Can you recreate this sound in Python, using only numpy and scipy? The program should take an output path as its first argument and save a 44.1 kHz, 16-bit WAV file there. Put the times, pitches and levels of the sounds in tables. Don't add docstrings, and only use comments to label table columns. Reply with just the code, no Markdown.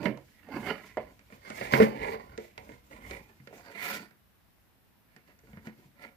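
import sys
import numpy as np
from scipy import signal
from scipy.fft import rfft, irfft, next_fast_len
from scipy.io import wavfile

SR = 44100
rng = np.random.default_rng(int(sys.argv[2]) if len(sys.argv) > 2 else 0)


def unload_wav(signal):
    wavfile.write(
        sys.argv[1],
        SR,
        np.round(np.clip(np.atleast_2d(signal).T, -1, 1) * 32767).astype(np.int16),
    )


N = 271656

# (full pressure from [s], held [s], edge scrape [dB], wall flex [dB], table push [dB],
# skin hiss [dB])
FINGER_STROKES = [(0, 3.6, -74, -81, -68, -72), (0.045, 0.018, -43.5, -33.5, -25, -56),
                  (0.44, 0.0073, -63, -102, -61, -88), (0.535, 0.078, -45.5, -42.5, -35.5, -57),
                  (0.68, 0.021, -33, -35, -37, -50.5), (0.78, 0.096, -57, -57.5, -57.5, -63),
                  (1.0, 0.07, -64, -56, -54.5, -84), (1.32, 0.031, -63, -60, -60, -65),
                  (1.465, 0.063, -48, -47.5, -52, -60.5), (1.57, 0.1, -46, -46, -53, -51),
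                  (1.74, 0.092, -46, -28.5, -39.5, -41), (1.86, 0.15, -49.5, -42.5, -44, -61),
                  (2.035, 0.089, -43, -37, -45, -55), (2.2, 0.13, -59.5, -57, -58.5, -70),
                  (2.39, 0.061, -62.5, -53.5, -71, -65), (2.6, 0.13, -66, -56, -55, -67),
                  (2.92, 0.054, -60, -54.5, -54.5, -64.5), (3.02, 0.11, -56, -56.5, -55, -69),
                  (3.075, 0.097, -53, -49, -60, -59), (3.29, 0.009, -62, -61, -62.5, -82.5),
                  (3.54, 0.074, -59, -57.5, -59.5, -64), (3.66, 0.15, -54.5, -53.5, -57, -61),
                  (3.83, 0.12, -37, -46, -47, -42.5), (3.98, 0.049, -54.5, -58, -50.5, -67),
                  (5.1, 0.72, -77, -79, -72, -85), (5.28, 0.03, -72.5, -68.5, -75.5, -74),
                  (5.45, 0.14, -73.5, -70, -64, -75), (5.66, 0.0067, -58, -61, -54, -64),
                  (5.78, 0.093, -79, -76.5, -65.5, -72), (6.025, 0.014, -52.5, -51.5, -53, -60.5)]
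PRESS_DB_PER_S, LIFT_DB_PER_S = 350, 250.5


def strokes():
    return swells(FINGER_STROKES, PRESS_DB_PER_S, LIFT_DB_PER_S)


# (time [s], edge level [dB], knock re edge [dB], knock pitch [Hz], tick re edge [dB])
FINGER_TAPS = [(0.0306, -43, 10, 297, -7.5), (0.0564, -25.5, 6, 240, -18), (0.1737, -56, 16.5, 820, 6),
               (0.4874, -52.5, 14.5, 523, -3), (0.9708, -32, 13, 644, -16), (1.1925, -54.5, -10, 179.3, -2),
               (1.302, -56, 9.5, 510, -20), (1.3238, -46.5, 3.5, 224, -22), (1.427, -64, 1, 400, -31),
               (1.502, -35.5, 0.5, 650, -4), (1.6106, -29.5, 6, 586, -29), (1.723, -30, 4, 194, -2.5),
               (1.736, -11.5, -7, 235, -41), (1.8006, -20, 13.5, 420, -37), (1.821, -19, -1, 218, -20),
               (2.142, -35.5, -5, 430, -33), (2.293, -62, 16, 133, -15), (2.377, -41.5, 12.5, 424, 2),
               (2.578, -41, 6.5, 760, 1), (2.6919, -47.5, 12.5, 350, -32), (2.7191, -50, 9.5, 135, -6),
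               (2.9107, -47.5, 7, 575, -17), (3.1098, -37.5, 0.5, 444, -4.5), (3.204, -59, 17, 150, -20),
               (3.3995, -56, 16.5, 141, -22.5), (3.473, -45, 0.5, 450, -2), (3.5049, -66.5, 22, 430, -27),
               (3.527, -54, 13.5, 500, -23), (4.109, -56, -2.5, 189, -6), (5.1636, -48.5, -4, 141, -3),
               (5.3, -54.5, -9.5, 121, -24), (5.39, -63, -15, 165, 7), (5.436, -65.5, 12, 400, -15),
               (5.472, -60, 15, 197, -13), (5.5306, -47.5, 12, 98, -25), (5.5712, -45.5, 7.5, 200, -32),
               (5.67, -38.5, 4, 220, -13), (5.784, -67.5, 21, 250, -15), (5.852, -69, 22, 143, -15)]
# (frequency [Hz], relative level [dB], T60 [s])
HOLLOW_MODES = [(133.4, -8.5, 0.32), (158.6, -8.5, 0.05), (202, -1, 0.072), (219.5, -2, 0.14),
                (290, -1, 0.03), (348, -11.5, 0.24), (396.8, -3, 0.073), (442.3, -3, 0.11),
                (486.8, -9, 0.23), (553, -2.5, 0.068), (621, -5, .08), (688, -7, 0.06), (737, -4.5, 0.092),
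                (858, -3.5, 0.037), (958, -2.5, .05), (1042, -0.5, 0.022)]
# (frequency [Hz], relative level [dB], T60 [s])
EDGE_MODES = [(1270, -4, 0.023), (1426, 3, 0.031), (1662, -0.5, 0.016), (1757, -2.5, 0.029), (1865, 2, .03),
              (2090, 9, 0.0097), (2106, 6.5, 0.024), (2277, -8.5, 0.072), (2470, -5.5, 0.015),
              (2700, -11.5, 0.03), (2994, -13, 0.027), (3450, -22.5, .01), (4600, -12.5, 0.0096)]
WALLS_FROM_HZ = 320
KNOCK_LOSS_DB_PER_OCTAVE = 13.5
KNOCK_FLOOR_DB = -9


def toy(scrape, flex, push):
    _, edge_db, knock_db, knock_hz, _ = np.transpose(FINGER_TAPS)
    mode_hz = np.array(HOLLOW_MODES)[:, :1]
    octaves_off = np.abs(np.log2(mode_hz / knock_hz))
    mode_knock_db = np.maximum(knock_db - KNOCK_LOSS_DB_PER_OCTAVE * octaves_off, KNOCK_FLOOR_DB)
    tap_db = edge_db + mode_knock_db
    split = np.sum(mode_hz < WALLS_FROM_HZ)
    walls = body(HOLLOW_MODES[split:], flex, tap_db[split:], wander_db=3.42)
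    lows = body(HOLLOW_MODES[:split], push, tap_db[:split], wander_db=1.2)
    hollow = butter_filter(walls + lows, 2, [95, 1300], "band")
    edges = body(EDGE_MODES, scrape, [edge_db] * len(EDGE_MODES), wander_db=4.7)
    return hollow + butter_filter(edges, 2, [1100, 5500], "band")


# (frequency [Hz], left-right difference [dB])
CASE_LEAN = [(60, 5), (250, 3), (500, 1), (1000, -3), (2100, -11), (4000, -19.5)]


def body(modes, rub, tap_db, wander_db):
    total_gain = np.sqrt(np.sum(from_db(np.array(modes)[:, 1]) ** 2))
    out = 0
    for k, ((hz, level_db, t60_s), mode_tap_db) in enumerate(zip(modes, tap_db)):
        buildup = np.sqrt(t60_s * SR / (4 * np.log(1000)))
        wander = from_db(wander_db * drift(3.24))
        force = wander * rub / buildup + blows(mode_tap_db, rattle_db=0.5)
        rung = ring(force, hz, t60_s)
        sign = (-1) ** k
        gains = from_db(level_db) / total_gain * sides(at_hz(CASE_LEAN, hz))
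        out = out + gains[:, None] * sign * rung
    return out


def blows(level_db, rattle_db):
    at = tap_samples()
    force = contacts(level_db + rattle_db, 0.017) * rng.standard_normal(N)
    click_db = level_db + rng.normal(0, 3.0, len(at))
    force[at] += from_db(click_db) * rng.choice([-1, 1], len(at))
    return force


def contacts(level_db, contact_s):
    clicks = np.zeros(N)
    clicks[tap_samples()] = from_db(level_db)
    fade = np.exp(-1 / (contact_s * SR))
    return signal.lfilter([np.sqrt(1 - fade ** 2)], [1, -fade], clicks + 1e-18)


def tap_samples():
    return np.round(np.array(FINGER_TAPS)[:, 0] * SR).astype(int)


def slips(per_s, spread_db, clump_db):
    size_db = spread_db * np.minimum(rng.exponential(1, N), 5)
    sizes = from_db(size_db) * rng.choice([-1, 1], N)
    happens = rng.random(N) < per_s / SR
    return rms_one(sizes * happens * from_db(clump_db * drift(25)))


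# (time [s], left-right difference [dB], right microphone delay [s])
HAND_PLACES = [(0, -12, 0), (.9, -4, 0), (1.5, -4, .0005), (2.4, -4.5, .0005), (3.6, -5, .0002),
               (6.1, -2.5, .0002)]


def place(x):
    pan_db, lag_s = in_time(HAND_PLACES)
    x = x * sides(pan_db)
    n = np.arange(N)
    x[1] = np.interp(n - lag_s * SR, n, x[1])
    return x


# (frequency [Hz], relative density [dB per Hz])
SKIN_SPECTRUM = [(1760, -28), (3000, -3.5), (3350, -16), (4740, -18), (6980, -19), (11300, -26),
                 (15700, -15)]


def skin(hiss):
    raw = np.array([slips(9000, 1.4, 1.0) for _ in range(4)]).reshape(2, 2, N)
    grains = in_bands(SKIN_SPECTRUM, raw, flicker_db=1.9)
    taps = np.array(FINGER_TAPS)
    tick_s = 0.003
    tick_env = np.sqrt(tick_s * SR / 2) * contacts(taps[:, 1] + taps[:, 4], tick_s)
    ticks = butter_filter(tick_env * grains, 2, 8000, "low")
    return hiss * from_db(1.8 * drift(19)) * grains + ticks


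# (full from [s], held [s], level [dB])
TABLE_SHOVES = [(0.05, 0.11, -66), (0.58, 0.055, -56), (1.0, 0.04, -59), (1.33, 0.043, -65),
                (1.6, 0.1, -60), (1.74, 0.088, -51), (2.03, 0.036, -50.5), (2.3, 0.016, -54),
                (2.6, 0.13, -61.5), (2.94, 0.055, -57), (3.09, 0.036, -52), (3.45, 0.085, -73),
                (5.53, 0.04, -61.5)]
# (frequency [Hz], relative level [dB], T60 [s])
TABLE_MODES = [(53.44, -14, 0.16), (63.9, -8.5, 0.18), (90.4, -6.5, 0.11)]
ROCK_DB_PER_S, SETTLE_DB_PER_S, TABLE_REST_DB = 146.5, 102.5, -74


def table():
    white = rng.standard_normal(N)
    rocking = sum(from_db(db) * rms_one(ring(white, hz, t60_s)) for hz, db, t60_s in TABLE_MODES)
    rocking = butter_filter(rocking, 4, 44, "high")
    shove_gain = swells(TABLE_SHOVES, ROCK_DB_PER_S, SETTLE_DB_PER_S)[0]
    return (shove_gain + from_db(TABLE_REST_DB)) * rms_one(rocking)


ROOM_T60_S, WALL_CUT_HZ, ROOM_DB = 0.31, 7900, -20.5


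def room(x):
    size = next_fast_len(N + SR)
    w = 2 * np.pi * np.arange(size // 2 + 1) / size
    dull = 1 / (1 + 1j * w * SR / (2 * np.pi * WALL_CUT_HZ))
    echoes = np.zeros((2, len(w)), complex)
    for k, lag in enumerate(rng.uniform(.009, .03, 16) * SR):
        loss = from_db(-60 * lag / SR / ROOM_T60_S)
        once = loss * dull * np.exp(-1j * w * lag)
        echoes[k % 2] += (-1) ** (k // 2) * once / (1 - once)
    return irfft(rfft(x, size) * echoes, size)[:, :N]


# (frequency [Hz], relative density [dB per Hz])
AIR_SPECTRUM = [(15, -40), (25, -13), (64, -9), (82, -3), (254, -6.5), (315, -13.5), (1720, -18),
                (6450, -31), (11700, -32), (15700, -16.5)]
AIR_DB = -66
PORT_HZ, PORT_T60_S, PORT_DB = 11600, 0.0095, -81


def air():
    port = rms_one(ring(rng.standard_normal((2, N)), PORT_HZ, PORT_T60_S))
    floor = in_bands(AIR_SPECTRUM, rng.standard_normal((2, 2, N)), flicker_db=0.63)
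    return from_db(AIR_DB) * floor + from_db(PORT_DB) * port


# (frequency [Hz], left-right correlation [-1..1])
STEREO_LIKENESS = [(60, 0.05), (950, 0.18), (15000, -0.15)]


def in_bands(spectrum, white, flicker_db):
    out = 0
    edges_hz = 22 * 2 ** np.arange(0, 10, .5)
    for k, (low, high) in enumerate(zip(edges_hz, edges_hz[1:])):
        hz = np.sqrt(low * high)
        if hz <= spectrum[0][0]:
            continue
        mid, side = butter_filter(white[k % 2], 2, [low, high], "band")
        alike = np.clip(at_hz(STEREO_LIKENESS, hz), -1, 1)
        gain = from_db(at_hz(spectrum, hz) + flicker_db * drift(6.5))
        out = out + gain * (np.sqrt(1 + alike) * mid + np.sqrt(1 - alike) * side * [[1], [-1]])
    return rms_one(out)


def swells(rows, rise_db_per_s, fall_db_per_s):
    t, power = np.arange(0, N, 32) / SR, 1e-12
    for start_s, held_s, *level_db in rows:
        rise_loss_db = rise_db_per_s * np.maximum(start_s - t, 0)
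        fall_loss_db = fall_db_per_s * np.maximum(t - start_s - held_s, 0)
        power = power + from_db(np.array(level_db)[:, None] - (rise_loss_db + fall_loss_db)) ** 2
    return [np.interp(np.arange(N) / SR, t, np.sqrt(p)) for p in power]


def ring(force, hz, t60_s):
    r, w = from_db(-60 / (t60_s * SR)), 2 * np.pi * hz / SR
    return signal.lfilter([0, np.sin(w)], [1, -2 * r * np.cos(w), r * r], force + 1e-18)


def drift(rate_hz):
    r = np.exp(-80 * np.pi * rate_hz / SR)
    noise = rng.standard_normal(N // 40 + 2002)
    slow = signal.lfilter([1], [1, -2 * r, r * r], noise)[2000:]
    return np.interp(np.arange(N) / 40, np.arange(len(slow)), rms_one(slow))


def butter_filter(x, order, cut_hz, kind):
    return signal.sosfilt(signal.butter(order, cut_hz, kind, fs=SR, output="sos"), x)


def in_time(rows):
    time_s, *columns = np.transpose(rows)
    return [np.interp(np.arange(N) / SR, time_s, column) for column in columns]


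def at_hz(points, hz):
    table_hz, values = np.transpose(points)
    return np.interp(np.log(hz), np.log(table_hz), values)


def sides(pan_db):
    return from_db(np.array([pan_db / 2, -pan_db / 2]))


def from_db(db):
    return 10 ** (np.asarray(db) / 20)


def rms_one(x):
    return x / np.sqrt(np.mean(x ** 2) + 1e-20)


def scene():
    scrape, flex, push, hiss = strokes()
    finger = slips(3500, 4.2, 2.0)
    near = place(toy(scrape * finger, flex * finger, push * finger)) + skin(hiss)
    echoes = butter_filter(room(near), 2, 250, "high")
    return near + from_db(ROOM_DB) * echoes + table() + air()


CUTOFF_HZ = 15500


def record(dry):
    return signal.sosfilt(signal.ellip(12, .5, 70, CUTOFF_HZ, fs=SR, output="sos"), dry)


dry = scene()
out = record(dry)
unload_wav(out)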